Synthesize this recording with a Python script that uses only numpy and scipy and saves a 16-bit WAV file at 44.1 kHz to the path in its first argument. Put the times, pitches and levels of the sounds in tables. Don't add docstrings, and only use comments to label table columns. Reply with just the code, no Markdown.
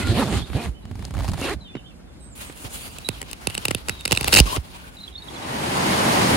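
import sys
import numpy as np
from scipy import signal
from scipy.fft import rfft, irfft, next_fast_len
from scipy.io import wavfile

SR = 44100
rng = np.random.default_rng(int(sys.argv[2]) if len(sys.argv) > 2 else 0)


def wrap_up_sound(samples):
    columns = np.atleast_2d(samples).T
    tamed = np.clip(columns, -1, 1)
    steps = np.round(tamed * 32767).astype(np.int16)
    wavfile.write(sys.argv[1], SR, steps)


N = 280476
TIME_S = np.arange(N) / SR

# (time [s], crack level [dB], body below 2300 Hz against the crack [dB], thump level [dB],
# left-right [dB])
FABRIC_SNAPS = [(2.5248, -27, -4, -52, -7), (2.985, -12, -8, -37, -5.5), (3.0882, 2, 7.5, -18.5, -8),
                (3.216, -11.5, 9.5, -34, 4), (3.228, -23, 14, -35, -9), (3.313, -26.5, 2, -40, 31),
                (3.331, -8, 7, -38, -3), (3.4713, 2.5, 4, -18, -5.5), (3.4994, -13, 9, -36, -2),
                (3.505, -14, 4, -45, -1), (3.545, -13, 0, -48, -4), (3.5509, -4.5, 8, -34, -0.5),
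                (3.5783, -1, 5.5, -27, -3), (3.6531, 4, 0, -25, 2), (3.655, -19, 14.5, -42, -30),
                (3.683, 0, 6, -21.5, 0), (3.7085, -6.5, 4.5, -17, 12), (3.712, -1.5, 9, -28, -3),
                (3.7479, 2.5, -1, -19.5, 0), (3.782, -30, 2, -55, -8), (3.8852, -3, 10.5, -26.5, -2),
                (3.895, 0, 12.5, -25, -1.5), (4.009, -16, 3, -59, -3), (4.0532, 4, 0, -32, -2),
                (4.057, 0, 7.5, -26, 1), (4.078, -5.5, 5, -29, -4), (4.1105, -4.5, 7, -18.5, -14),
                (4.12, 7, 7.5, -17, 7), (4.1261, 6.5, 0.5, -15, -18), (4.15, -4, -12, -55, -1),
                (4.1622, -9, 4, -39, -10), (4.1738, 6, 3.5, -24.5, -5.5), (4.185, -15, 4, -48, -3),
                (4.2103, -1.5, 6, -23, -5), (4.23, -10, 9, -49, 2), (4.244, 0.5, 7.5, -25.5, -3),
                (4.277, 0, 7.5, -23, 1), (4.281, 4.5, 5, -30, -4), (4.292, -13, 12, -28, -1),
                (4.3247, 1, 1, -42, 1), (4.3279, 8.5, 9, -47, -5), (4.331, 9.5, 1, -14.5, 11),
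                (4.337, 11.5, 1, -26, -2), (4.3406, 12, -4, -17, -23), (4.35, 10.5, 2, -17, 12),
                (4.3604, 5, 6, -17, 8), (4.3638, -1, -9, -41, 0), (4.369, 3, 7.5, -14, 10),
                (4.3724, -8, -2, -40, 10), (4.38, 0, 3, -25, 17), (4.388, -4, 7, -21, 11),
                (4.4005, 16.5, -4, -38, 11), (4.4009, 9.5, -23, -9, -6), (4.4562, -18, -8, -28, -2),
                (4.5624, -5.5, 13, -35, 0)]
# (time [s], level [dB])
TEAR_RUN = [(4.352, -36), (4.362, 0), (4.39, 8), (4.394, -2), (4.403, -31), (4.42, -38)]
# (frequency [Hz], phase [rad])
SNAP_LEFT_LEAD = [(0, 0), (1030, -3.0), (1720, -8.6), (2330, -7.4), (3360, -5.9), (4570, -6.7), (6800, 1.5),
                  (7580, 3.7), (8440, 7.5), (11900, 5.9), (12800, 3.5), (14300, 2.5), (15200, 0.1),
                  (15900, 0.1)]
SNAP_TREBLE_DB, TREBLE_DB_PER_DB = -2, -0.23
THUMP_LAG_S = 0.0012


def flap_snaps():
    s, crack_db, body_db, thump_db, pan_db = np.transpose(FABRIC_SNAPS)
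    clicks = np.array([impulses(s, crack_db + pan_db / 2), impulses(s, crack_db - pan_db / 2)])
    run_level = amp(in_time(TEAR_RUN)[0] + 1.6 * drift(120))
    run = run_level * (rng.random(N) < 700 / SR)
    noise = bursts(clicks + run * sides(-9.0), rise_s=0.0003, decay_s=0.0012, apart=0.55)
    noise = noise + amp(15.0) * clicks
    body_now_db = np.interp(TIME_S, s, body_db)
    treble_now_db = np.interp(TIME_S, s, SNAP_TREBLE_DB + TREBLE_DB_PER_DB * crack_db)
    cracks = fabric_colour(noise, body_now_db, treble_now_db, spread_db=2.2)
    wall = thumps(s + THUMP_LAG_S, thump_db, start_hz=740, end_hz=97.6, fall_s=0.00298, decay_s=0.013)
    return two_ports(cracks, SNAP_LEFT_LEAD) + wall * sides(-11.5)


# (centre [Hz], width [Hz], level [dB])
FABRIC_RESONANCES = [(840, 146, -7), (2010, 370, -10), (2630, 248, 2.5), (2910, 390, -3), (3630, 320, -5),
                     (4650, 1770, -8), (7600, 510, -2.5), (8470, 370, -3.5), (10200, 570, -7),
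                     (13100, 1600, -8.5)]


def fabric_colour(x, body_db, treble_db, spread_db):
    out = 0
    for k, (hz, width_hz, db) in enumerate(FABRIC_RESONANCES):
        tilt_db = body_db * (hz < 2300) + treble_db * (hz > 6000)
        strength = amp(db + tilt_db + spread_db * drift(53.0))
        out = out + (-1) ** k * resonance(strength * x, hz, width_hz)
    return out


# (time [s], rasp level [dB], top hiss against the rasp [dB])
FLAP_RUB = [(2.352, -49, 8), (2.368, -45, 8), (2.412, -38, 4), (2.544, -47, -2.5), (2.564, -42.5, 5),
            (2.638, -42, 5), (2.65, -32.5, 1), (2.684, -43, 1.5), (2.744, -39.5, 7.5), (2.97, -42, -0.5),
            (3.28, -45.5, -6.5), (3.628, -38.5, -2), (3.738, -43.5, -5), (4.07, -44, -5), (4.122, -33, -3),
            (4.2, -38, -4), (4.26, -32.5, -4.5), (4.364, -31, 9.5), (4.41, -24, -8), (4.42, -33, -4),
            (4.452, -37, -1), (4.467, -27.5, -2), (4.551, -32.5, 6), (4.572, -30.5, -8), (4.585, -42, -3),
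            (4.64, -47, -2), (4.773, -42.5, -2), (5.093, -51, -2.5), (5.145, -57, -9), (5.239, -58, 6),
            (5.4, -59, 7)]
# (frequency [Hz], relative density [dB])
FLAP_SPECTRUM = [(18, -42), (30, -17), (59, -7.5), (157, -22), (199, -20.5), (336, -19.5), (988, -17),
                 (2010, -22), (2750, -18.5), (6050, -27.5), (11400, -23.5), (13300, -40), (14800, -40),
                 (16000, -15)]
# (frequency [Hz], correlation [-1 to 1])
FLAP_CORRELATION = [(60, 0.91), (180, 0.38), (550, -0.12), (1650, -0.44), (4970, 0.11), (15000, 0.015)]
# (level at the mean rasp [dB], share of the rasp's swing followed [ratio])
FLAP_FOLLOWERS = [(-41.5, 1.46), (-45.5, 1.38), (-42.5, 1.19)]
# (time [s], left-right [dB])
FLAP_PAN = [(2.35, -1.5), (3.1, -0.5), (4.4, 2.5), (4.5, 1), (4.65, 0.5), (5.2, -1)]


def flap_rub():
    rasp_db, top_db = in_time(FLAP_RUB)
    shake_db, low_db, hiss_db = follow(rasp_db, FLAP_FOLLOWERS)
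    grain = crumple(smooth_db=2.0, rate=17, per_s=60, click_db=-20.0, size=2)
    levels_db = [shake_db, low_db, rasp_db, hiss_db, rasp_db + top_db]
    shake, *rubbing = rubbed(levels_db, FLAP_SPECTRUM, FLAP_CORRELATION, grain, patchy_db=1.64)
    pan_db = np.interp(TIME_S, *np.transpose(FLAP_PAN))
    return shake * sides(2.1) + sum(rubbing) * sides(pan_db)


# (time [s], shake level of the tent wall [dB], rasp level [dB])
ZIP_PULLS = [(0, -4, -27), (0.022, -32, -35.5), (0.09, -15, -33), (0.16, -28, -29.5), (0.2, -24.5, -27),
             (0.25, -29, -34.5), (0.378, -20.5, -30.5), (0.44, -27, -47), (0.466, -52, -46.5),
             (0.51, -23.5, -47.5), (0.572, -29, -34.5), (0.652, -33, -35.5), (0.688, -25, -45),
             (0.722, -41, -61), (0.8, -50, -83), (0.862, -36, -64), (1.046, -31, -49), (1.132, -35, -55.5),
             (1.144, -23.5, -50), (1.25, -26.5, -39.5), (1.31, -23.5, -47.5), (1.37, -25.5, -45),
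             (1.46, -32.5, -29), (1.532, -32, -34), (1.568, -29, -65), (1.62, -45, -60)]
# (frequency [Hz], relative density [dB])
ZIP_SPECTRUM = [(18, -33), (30, -32), (59, 6), (227, -9.5), (364, -2), (426, -61), (486, -10.5),
                (4080, -14), (6050, -24.5), (10500, -5), (12000, -73), (13300, -59), (14800, -47),
                (16000, -45)]
# (frequency [Hz], correlation [-1 to 1])
ZIP_CORRELATION = [(60, 0.76), (180, 0.55), (550, 0.67), (1650, 0.49), (4970, 0.012), (15000, 0.15)]
# (level at the mean rasp [dB], share of the rasp's swing followed [ratio])
ZIP_FOLLOWERS = [(-37.5, 0.9), (-41, 0.87), (-43, 0.87)]
TOOTH_PULSE_DB = 0.5


def zip_rasp(turns):
    grain = crumple(smooth_db=1.5, rate=21, per_s=210, click_db=-32.0, size=3.5)
    grain = grain * amp(TOOTH_PULSE_DB * np.cos(2 * np.pi * turns))
    shake_db, rasp_db = in_time(ZIP_PULLS)
    low_db, hiss_db, top_db = follow(rasp_db, ZIP_FOLLOWERS)
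    levels_db = [shake_db, low_db, rasp_db, hiss_db, top_db]
    parts = rubbed(levels_db, ZIP_SPECTRUM, ZIP_CORRELATION, grain, patchy_db=2.0)
    shake, low, rasp, hiss, top = parts
    return shake * sides(-5.5) + (low + rasp) * sides(-0.96) + hiss * sides(0.47) + top * sides(-4.0)


# (time [s], tick level [dB], slider ring level [dB], thump level [dB])
SLOW_TEETH = [(0.8528, -41, -55, -30), (0.912, -40, -46, -24), (0.954, -41.5, -36, -26),
              (0.992, -40, -36, -23), (1.024, -38, -46, -38), (1.044, -44, -50, -43),
              (1.051, -42, -19.5, -54), (1.081, -45, -46, -45), (1.107, -36, -49, -26),
              (1.1386, -34.5, -34, -37), (1.149, -36, -43, -42), (1.168, -35, -43, -24),
              (1.1791, -34, -39, -22), (1.189, -31, -43, -33), (1.198, -32.5, -39, -38),
              (1.206, -32.5, -40, -28), (1.221, -37, -36, -29), (1.233, -35, -37, -33),
              (1.244, -31, -32, -25), (1.251, -35, -35, -31), (1.265, -39, -37, -40),
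              (1.2792, -29, -28, -24), (1.2864, -33, -22.5, -21), (1.295, -35, -24, -35),
              (1.317, -34, -24, -42), (1.334, -30, -22, -25), (1.341, -36, -32, -32),
              (1.355, -45, -41, -43), (1.377, -35, -36, -40), (1.388, -36, -34, -39),
              (1.397, -32, -32, -27), (1.413, -35, -19.5, -38)]


def zip_teeth():
    s, tick_db, ring_db, thump_db = np.transpose(SLOW_TEETH)
    ticks = bursts(impulses(s, tick_db)[None], rise_s=0.00051, decay_s=0.0039, apart=0.67)
    ring = bursts(impulses(s, ring_db)[None], rise_s=0.0002, decay_s=0.0022, apart=1.0)
    ticks = signal.sosfilt(signal.butter(1, [400, 10500], "band", fs=SR, output="sos"), ticks)
    slider = resonance(ring, 5200, 2800)
    tape = amp(20.5) * resonance(ticks, 670, 380)
    swings = thumps(s, thump_db, start_hz=230, end_hz=86.0, fall_s=0.0027, decay_s=0.029)
    return (ticks + slider + tape) * sides(0.47) + swings * sides(-5.5)


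# (time [s], teeth per second [Hz], buzz level [dB])
QUICK_PULLS = [
    [(0, 93.8, -29), (.06, 97.3, -39), (.1, 109.9, -22.5), (.16, 120.7, -23.5), (.176, 201, -22.5),
     (.195, 255.4, -18.5), (.21, 289.2, -24), (.228, 216.4, -16.5), (.248, 177.6, -29.5), (.27, 116, -22.5),
     (.29, 232.3, -26), (.325, 149.8, -26.5), (.345, 197.2, -27.5), (.4, 194.1, -36), (.43, 110.2, -45)],
    [(.545, 92.7, -27), (.57, 148.7, -22), (.6, 239.2, -32), (.63, 228.4, -40.5), (.66, 235.6, -32),
     (.68, 179, -46)],
    [(1.415, 229.2, -23), (1.43, 297, -39), (1.447, 256.5, -28), (1.462, 351, -36), (1.475, 561.6, -30),
     (1.49, 476, -27), (1.5, 340, -25), (1.515, 386, -25), (1.527, 430, -28), (1.55, 249, -38)],
]


def tooth_turns():
    s, hz, _ = np.transpose(sum(QUICK_PULLS, []))
    return np.cumsum(np.interp(TIME_S, s, hz) * (1 + 0.0144 * drift(56.6))) / SR


# (centre [Hz], width [Hz], level [dB])
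TAPE_RESONANCES = [(870, 330, -6.5), (1500, 105, 0.5), (1750, 390, 1.5), (2530, 110, -4), (3530, 200, -15),
                   (4060, 200, -15)]
TAPE_WANDER_DB = 3
OVERTONE_DB = -6.5
TOOTH_CLICK_DB, TOOTH_SPREAD_DB = 18, 4.5


def zip_buzz(turns):
    level = sum(amp(in_time(pull)[1]) for pull in QUICK_PULLS)
    tones = 0
    for k in range(1, 7):
        strength = amp(OVERTONE_DB * np.log2(k) + 3.1 * drift(31))
        tones = tones + strength * np.sin(2 * np.pi * k * turns)
    passing = np.diff(np.floor(turns), prepend=0)
    bites = passing * level * amp(TOOTH_CLICK_DB + TOOTH_SPREAD_DB * rng.standard_normal(N))
    clicks = 0
    for k, (hz, width_hz, db) in enumerate(TAPE_RESONANCES):
        strength = amp(db + TAPE_WANDER_DB * drift(12.0))
        clicks = clicks + (-1) ** k * resonance(strength * bites, hz, width_hz)
    return np.sqrt(2) * level * tones * sides(-3.5) + clicks * sides(-1.8)


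# (start [s], length [s], first pitch [Hz], last
# pitch [Hz], level at the height [dB])
SINGING_SCRAPES = [(0, 0.11, 1430, 1400, -30), (0, .15, 4120, 4060, -37), (.25, .05, 3650, 3480, -38),
                   (.56, .1, 2400, 2550, -40), (0.003, .07, 2100, 1950, -35), (0.006, .06, 2550, 2500, -37),
                   (0.148, 0.1, 1017, 1147, -36), (.155, .095, 1800, 1900, -33), (.32, .05, 1950, 2100, -35),
                   (1.4, 0.09, 2760, 2720, -29), (1.42, 0.035, 2100, 2550, -33),
                   (1.458, 0.04, 1800, 1200, -30), (1.445, .05, 3700, 3750, -36),
                   (2.37, .09, 1450, 1350, -48), (2.38, .08, 3950, 3800, -50), (2.55, .09, 2750, 2850, -50),
                   (2.72, .13, 3400, 3350, -47), (2.7, .1, 2950, 2900, -49), (2.72, .12, 4150, 4300, -47),
                   (2.8, .13, 4550, 4750, -46), (2.88, .08, 2600, 2900, -50), (3.52, .05, 2900, 3000, -41),
                   (3.6, .05, 3000, 3300, -43), (4.465, 0.095, 2650, 3250, -34),
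                   (4.46, .045, 1150, 1050, -28), (4.505, 0.055, 880, 1150, -24),
                   (4.47, .07, 5000, 5050, -42), (4.47, .05, 5780, 5750, -42),
                   (4.725, 0.26, 1514, 1470, -48)]
# (frequency [Hz], phase [rad])
RUB_LEFT_LEAD = [(0, 0), (1000, 2.4), (2410, 4.5), (3010, 7.0), (4820, 12.5), (6030, 15.8)]
SCRAPE_PEAK_AT, SCRAPE_START_DB, SCRAPE_END_DB = 0.45, -7, -8
SCRAPE_STEADY = 0.7
FLAP_START_S = 2.3


def scrapes():
    out = np.zeros((2, N))
    for start, length, first_hz, last_hz, db in SINGING_SCRAPES:
        on, done, shape_db = swell(start, length, SCRAPE_PEAK_AT, SCRAPE_START_DB, SCRAPE_END_DB)
        hz = first_hz + (last_hz - first_hz) * done
        low_pass = signal.butter(2, 0.045 * hz.mean(), fs=SR, output="sos")
        slow = signal.sosfilt(low_pass, rng.standard_normal((3, len(done) + 2000)))
        slow = rms_one((slow[0] + 0.3 * slow[1:])[:, 2000:])
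        carrier = np.sin(2 * np.pi * np.cumsum(hz) / SR)
        out[:, on] += amp(db + shape_db) * (slow + SCRAPE_STEADY) * carrier
    close = two_ports(out, RUB_LEFT_LEAD) * sides(6.2)
    return np.where(TIME_S < FLAP_START_S, out, close)


# (time [s], crack level [dB], thump level [dB])
DULL_KNOCKS = [(0.5, -20, -26.5), (0.531, -14.5, -31), (1.752, -16, -19), (1.767, -23, -29.5),
               (2.498, -19, -31), (2.644, -38, -30), (4.568, -8.5, -23.5)]
# (time [s], peak level [dB], first pitch [Hz], decay [s])
WALL_SWINGS = [(0.551, -11, 131, 0.011), (0.672, -19, 112.7, 0.023), (0.689, -16.5, 102, 0.019),
               (2.657, -23.5, 109, 0.019), (4.13, -13, 126, 0.0058), (4.406, 1, 101, 0.021),
               (4.581, -12.5, 126, 0.015)]
WALL_HZ = 48.7


def knocks():
    s, crack_db, thump_db = np.transpose(DULL_KNOCKS)
    cracks = bursts(impulses(s, crack_db)[None], rise_s=0.00097, decay_s=0.0035, apart=1.0)
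    cracks = signal.sosfilt(signal.butter(2, 1800, fs=SR, output="sos"), cracks)
    blows = thumps(s, thump_db, start_hz=466, end_hz=100, fall_s=0.0056, decay_s=0.01)
    swings = 0
    for s, db, first_hz, decay_s in WALL_SWINGS:
        swings = swings + thumps([s], db, first_hz, WALL_HZ, 0.0094, decay_s)
    return cracks + blows * sides(-6) + swings * sides(-7.0)


# (start [s], length [s], first pitch [Hz], middle pitch [Hz], last pitch [Hz],
# peak level [dB], left-right [dB])
BIRD_NOTES = [(0.415, 0.018, 3600, 3450, 3240, -35, -12), (0.436, .018, 3620, 3700, 3650, -38, -9),
              (0.737, 0.063, 2880, 3050, 2920, -53.5, -13), (0.817, 0.085, 2900, 2940, 2950, -58, -12),
              (0.822, 0.027, 3950, 3900, 3800, -60, -3), (1.002, .035, 2900, 2920, 2850, -50, -4),
              (1.01, .03, 3500, 3530, 3520, -54, -3), (1.606, 0.031, 4120, 4000, 3880, -44, 3),
              (1.64, 0.026, 3870, 3720, 3650, -46, 4), (1.669, 0.069, 3580, 3530, 3440, -45.5, -1),
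              (1.646, 0.039, 3280, 3100, 2800, -43, -2), (1.695, .028, 2600, 2530, 2450, -54, -5),
              (1.738, 0.035, 2680, 2930, 2950, -43, -4), (1.764, 0.032, 3660, 3700, 3330, -51, -2),
              (1.773, 0.026, 2980, 3000, 2620, -42.5, -6), (1.84, 0.055, 2960, 3150, 3010, -46, -1),
              (1.858, 0.042, 3360, 3550, 3340, -50, -8), (1.896, 0.03, 2980, 2740, 2570, -51, -5),
              (2.07, 0.047, 3600, 3490, 3400, -60, -4), (2.201, 0.11, 8150, 8220, 7950, -49.5, -14),
              (2.202, 0.04, 4050, 3850, 3650, -60, -3), (2.245, .06, 3780, 3870, 3800, -66, -3),
              (2.315, 0.03, 7800, 7300, 7150, -47, -11), (2.45, 0.074, 8550, 8200, 8100, -49.5, -14),
              (3.045, 0.032, 3900, 3880, 3970, -30.5, -5), (3.097, 0.013, 3800, 3620, 3330, -42, -8),
              (3.127, .009, 3780, 3650, 3450, -46, -4), (3.135, 0.018, 3480, 3300, 3100, -41, -12),
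              (3.891, 0.089, 3870, 3810, 3760, -41.5, -3), (3.989, 0.032, 3800, 3710, 3680, -38, -8),
              (4.968, 0.013, 3880, 3960, 3950, -39, -1), (4.986, 0.018, 3650, 3770, 3780, -36, 1),
              (5.002, 0.02, 4170, 4080, 4020, -36, -2), (5.03, 0.009, 3600, 3900, 4100, -36, -5),
              (5.037, 0.0063, 4050, 3900, 3800, -30, -1), (5.042, 0.01, 3850, 4030, 4080, -36, -1),
              (5.074, 0.015, 3630, 3320, 3230, -36, -15), (5.105, .018, 3270, 3280, 3330, -53, -10),
              (5.125, 0.008, 3850, 3790, 3750, -45, -7), (5.137, 0.017, 3720, 3560, 3680, -37, -7),
              (5.152, 0.013, 3550, 3600, 3900, -29.5, -4), (5.177, 0.019, 4260, 4330, 4370, -33.5, -1),
              (5.221, 0.0091, 3930, 3760, 3680, -31.5, -4), (5.228, .007, 3680, 3800, 3870, -39, -4),
              (5.236, .008, 3800, 3760, 3700, -47, -5), (5.273, 0.019, 3980, 3770, 3220, -37.5, -4),
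              (5.283, 0.0099, 3280, 3350, 3520, -35.5, -9), (5.34, 0.022, 4130, 4050, 3780, -41, -5),
              (5.357, .018, 3470, 3410, 3400, -37, -9), (5.424, 0.018, 3800, 3840, 3800, -38, 1)]
# (frequency [Hz], phase [rad])
BIRD_LEFT_LEAD = [(0, 2.4), (2600, 2.4), (3000, 3.1), (3380, 2.8), (3580, 4.9), (3750, 5.8), (3900, 5.9),
                  (4100, 5.3), (4300, 5.0), (8000, 6.3)]
NOTE_PEAK_AT, NOTE_START_DB, NOTE_END_DB = 0.4, -3, -4
NOTE_EDGE_S = 0.0016


def birds():
    song = np.zeros((2, N))
    flutter, throb_db = drift(130), 3 * drift(90)
    for start, length, *hz, db, pan_db in BIRD_NOTES:
        on, done, shape_db = swell(start, length, NOTE_PEAK_AT, NOTE_START_DB, NOTE_END_DB)
        edge = np.clip(np.minimum(done, 1 - done) * length / NOTE_EDGE_S, 0, 1)
        bend = np.polyval(np.polyfit([0, .5, 1], hz, 2), done)
        pitch = bend * (1 + .005 * flutter[on])
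        level = edge * amp(db + shape_db + throb_db[on])
        song[:, on] += sides(pan_db) * level * np.sin(2 * np.pi * np.cumsum(pitch) / SR)
    tail = np.arange(int(.08 * SR)) / SR
    echoes = amp(-34.5) * rng.standard_normal((2, len(tail))) * np.exp(-tail / 0.033)
    echoes[0, int(.024 * SR)] = echoes[1, int(.028 * SR)] = amp(-23.5)
    return two_ports(song, BIRD_LEFT_LEAD) + signal.fftconvolve(song, echoes, axes=1)[:, :N]


# (frequency [Hz], relative density [dB])
STREAM_SPECTRUM = [(18, -54), (30, -21), (93, -3), (259, -0.5), (569, -7.5), (866, -5), (1280, -10.5),
                   (2170, -11.5), (6550, -20), (7670, -22), (11400, -22), (12600, -32), (13700, -65),
                   (14800, -26), (16000, -43)]
# (frequency [Hz], correlation [-1 to 1])
STREAM_CORRELATION = [(60, 0.85), (120, 0.91), (240, 0.84), (480, 0.15), (950, -0.5), (1890, 0.0052),
                      (3770, -0.19), (7520, 0.36), (15000, -0.31)]
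STREAM_DB, STREAM_START_S = -14, 5.077
POOL_HZ, POOL_WIDTH_HZ, POOL_DB = 860, 330, -3


def stream():
    grain = amp(0.6 * drift(37))
    wash = banded_noise(STREAM_SPECTRUM, STREAM_CORRELATION, grain, patchy_db=0.8).sum(axis=0)
    wash = wash + amp(POOL_DB) * resonance(wash, POOL_HZ, POOL_WIDTH_HZ)
    fade_in = np.sin(crossfade(STREAM_START_S)) ** 2
    return amp(STREAM_DB) * fade_in * rms_one(wash) * sides(0.077)


# (frequency [Hz], relative density [dB])
FIELD_SPECTRUM = [(15, -54), (25, -30), (36, -34), (59, -10.5), (102, -16), (200, -15), (531, -28),
                  (591, -3), (677, -29), (863, -32.5), (8140, -47), (13200, -54), (16000, -90)]
# (frequency [Hz], correlation [-1 to 1])
FIELD_CORRELATION = [(60, -0.12), (180, 0.66), (550, -0.072), (1650, 0.054), (4970, -0.84), (15000, 1)]
FIELD_DB = -42
FIELD_FADE_START_S = 4.6


def field():
    air = rms_one(banded_noise(FIELD_SPECTRUM, FIELD_CORRELATION, grain=1, patchy_db=1.8).sum(axis=0))
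    drone = rms_one(resonance(resonance(rng.standard_normal(N), 56.0, 26), 56.0, 26))
    fade_out = np.cos(crossfade(FIELD_FADE_START_S))
    return amp(FIELD_DB) * fade_out * (air + amp(-3.0) * drone * sides(-4.0))


FADE_S = 1.267


def crossfade(start_s):
    return np.pi / 2 * np.clip((TIME_S - start_s) / FADE_S, 0, 1)


def amp(db):
    return 10 ** (np.asarray(db) / 20)


def rms_one(x):
    return x / np.sqrt(np.mean(x ** 2) + 1e-20)


def in_time(rows):
    s, *columns = np.transpose(rows)
    return [np.interp(TIME_S, s, c, -120, -120) for c in columns]


def at_hz(points, hz):
    point_hz, value = np.transpose(points)
    return np.interp(np.log(hz), np.log(point_hz), value)


def drift(rate):
    r = np.exp(-40 * np.pi * rate / SR)
    slow = signal.lfilter([1], [1, -2 * r, r * r], rng.standard_normal(N // 20 + 3002))[3000:]
    return np.interp(np.arange(N) / 20, np.arange(len(slow)), rms_one(slow))


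def sides(pan_db):
    return amp(np.array([[.5], [-.5]]) * pan_db)


def banded_noise(spectrum, likeness, grain, patchy_db):
    parts, edges = np.zeros((5, 2, N)), 25 * 2 ** np.arange(0, 9.6, .5)
    white = rng.standard_normal((2, 2, N)) * grain
    for k, (low, high) in enumerate(zip(edges, edges[1:])):
        band = signal.butter(2, [low, high], "band", fs=SR, output="sos")
        mid, side = signal.sosfilt(band, white[k % 2])
        hz = np.sqrt(low * high)
        alike = np.clip(at_hz(likeness, hz), -1, 1)
        gain = amp(at_hz(spectrum, hz) + patchy_db * drift(10.6))
        part = np.searchsorted([250, 900, 3200, 7500], hz)
        parts[part] += gain * (np.sqrt(1 + alike) * mid + np.sqrt(1 - alike) * side * [[1], [-1]])
    return parts


def rubbed(levels_db, spectrum, likeness, grain, patchy_db):
    parts = banded_noise(spectrum, likeness, grain, patchy_db)
    return [amp(db) * rms_one(part) for db, part in zip(levels_db, parts)]


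MEAN_RASP_DB = -40


def follow(rasp_db, ranges):
    return [db + share * (rasp_db - MEAN_RASP_DB) for db, share in ranges]


def crumple(smooth_db, rate, per_s, click_db, size):
    crease_db = click_db + 11.8 * np.minimum(rng.exponential(1, N), size)
    creases = (rng.random(N) < per_s / SR) * amp(crease_db)
    decay = np.exp(-1 / (0.000355 * SR))
    return amp(smooth_db * drift(rate)) + signal.lfilter([1], [1, -decay], creases)


def impulses(times, db):
    clicks = np.zeros(N)
    clicks[(np.asarray(times) * SR).astype(int)] = amp(db)
    return clicks


def thumps(times, db, start_hz, end_hz, fall_s, decay_s):
    t = np.arange(int(.12 * SR)) / SR
    hz = end_hz + (start_hz - end_hz) * np.exp(-t / fall_s)
    swing = np.sin(2 * np.pi * np.cumsum(hz) / SR) * np.exp(-t / decay_s)
    return signal.fftconvolve(impulses(times, db), swing)[:N]


def bursts(clicks, rise_s, decay_s, apart):
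    t = np.arange(int(.04 * SR)) / SR
    shape = (1 - np.exp(-t / rise_s)) * np.exp(-t / decay_s)
    white = rng.standard_normal((3, N))
    return signal.fftconvolve(clicks, shape[None])[:, :N] * (white[0] + apart * white[1:])


def resonance(x, hz, width_hz):
    r = np.exp(-np.pi * width_hz / SR)
    zeros = (1 - r * r) / 2 * np.array([1, 0, -1])
    poles = [1, -2 * r * np.cos(2 * np.pi * hz / SR), r * r]
    return signal.lfilter(zeros, poles, x + 1e-18)


def two_ports(x, phase):
    size = next_fast_len(N)
    hz, lead = np.transpose(phase)
    turn = np.interp(np.arange(size // 2 + 1) * SR / size, hz, lead)
    right = irfft(rfft(x[1], size) * np.exp(-1j * turn), size)[:N]
    return np.array([x[0], right])


def swell(start, length, peak_at, start_db, end_db):
    on = slice(int(start * SR), int((start + length) * SR))
    done = np.linspace(0, 1, on.stop - on.start)
    return on, done, np.interp(done, [0, peak_at, 1], [start_db, 0, end_db])


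def scene():
    turns = tooth_turns()
    door = flap_snaps() + flap_rub()
    zipper = zip_rasp(turns) + zip_teeth() + zip_buzz(turns)
    return door + zipper + scrapes() + knocks() + birds() + stream() + field()


# (centre [Hz], width [Hz], depth [0-1])
TREBLE_NOTCHES = [(5940, 640, 0.42), (7670, 300, 1), (13100, 2770, 0.84)]
CUTOFF_HZ = 15800


def record(dry):
    dry = signal.sosfilt(signal.butter(2, 36, "high", fs=SR, output="sos"), dry)
    for hz, width_hz, depth in TREBLE_NOTCHES:
        dry = dry - depth * resonance(dry, hz, width_hz)
    loud = 1.017 * np.tanh(dry / 1.299)
    top_cut = signal.ellip(10, .5, 70, CUTOFF_HZ, fs=SR, output="sos")
    return signal.sosfilt(top_cut, np.clip(loud, -.93, .93))


dry = scene()
out = record(dry)
wrap_up_sound(out)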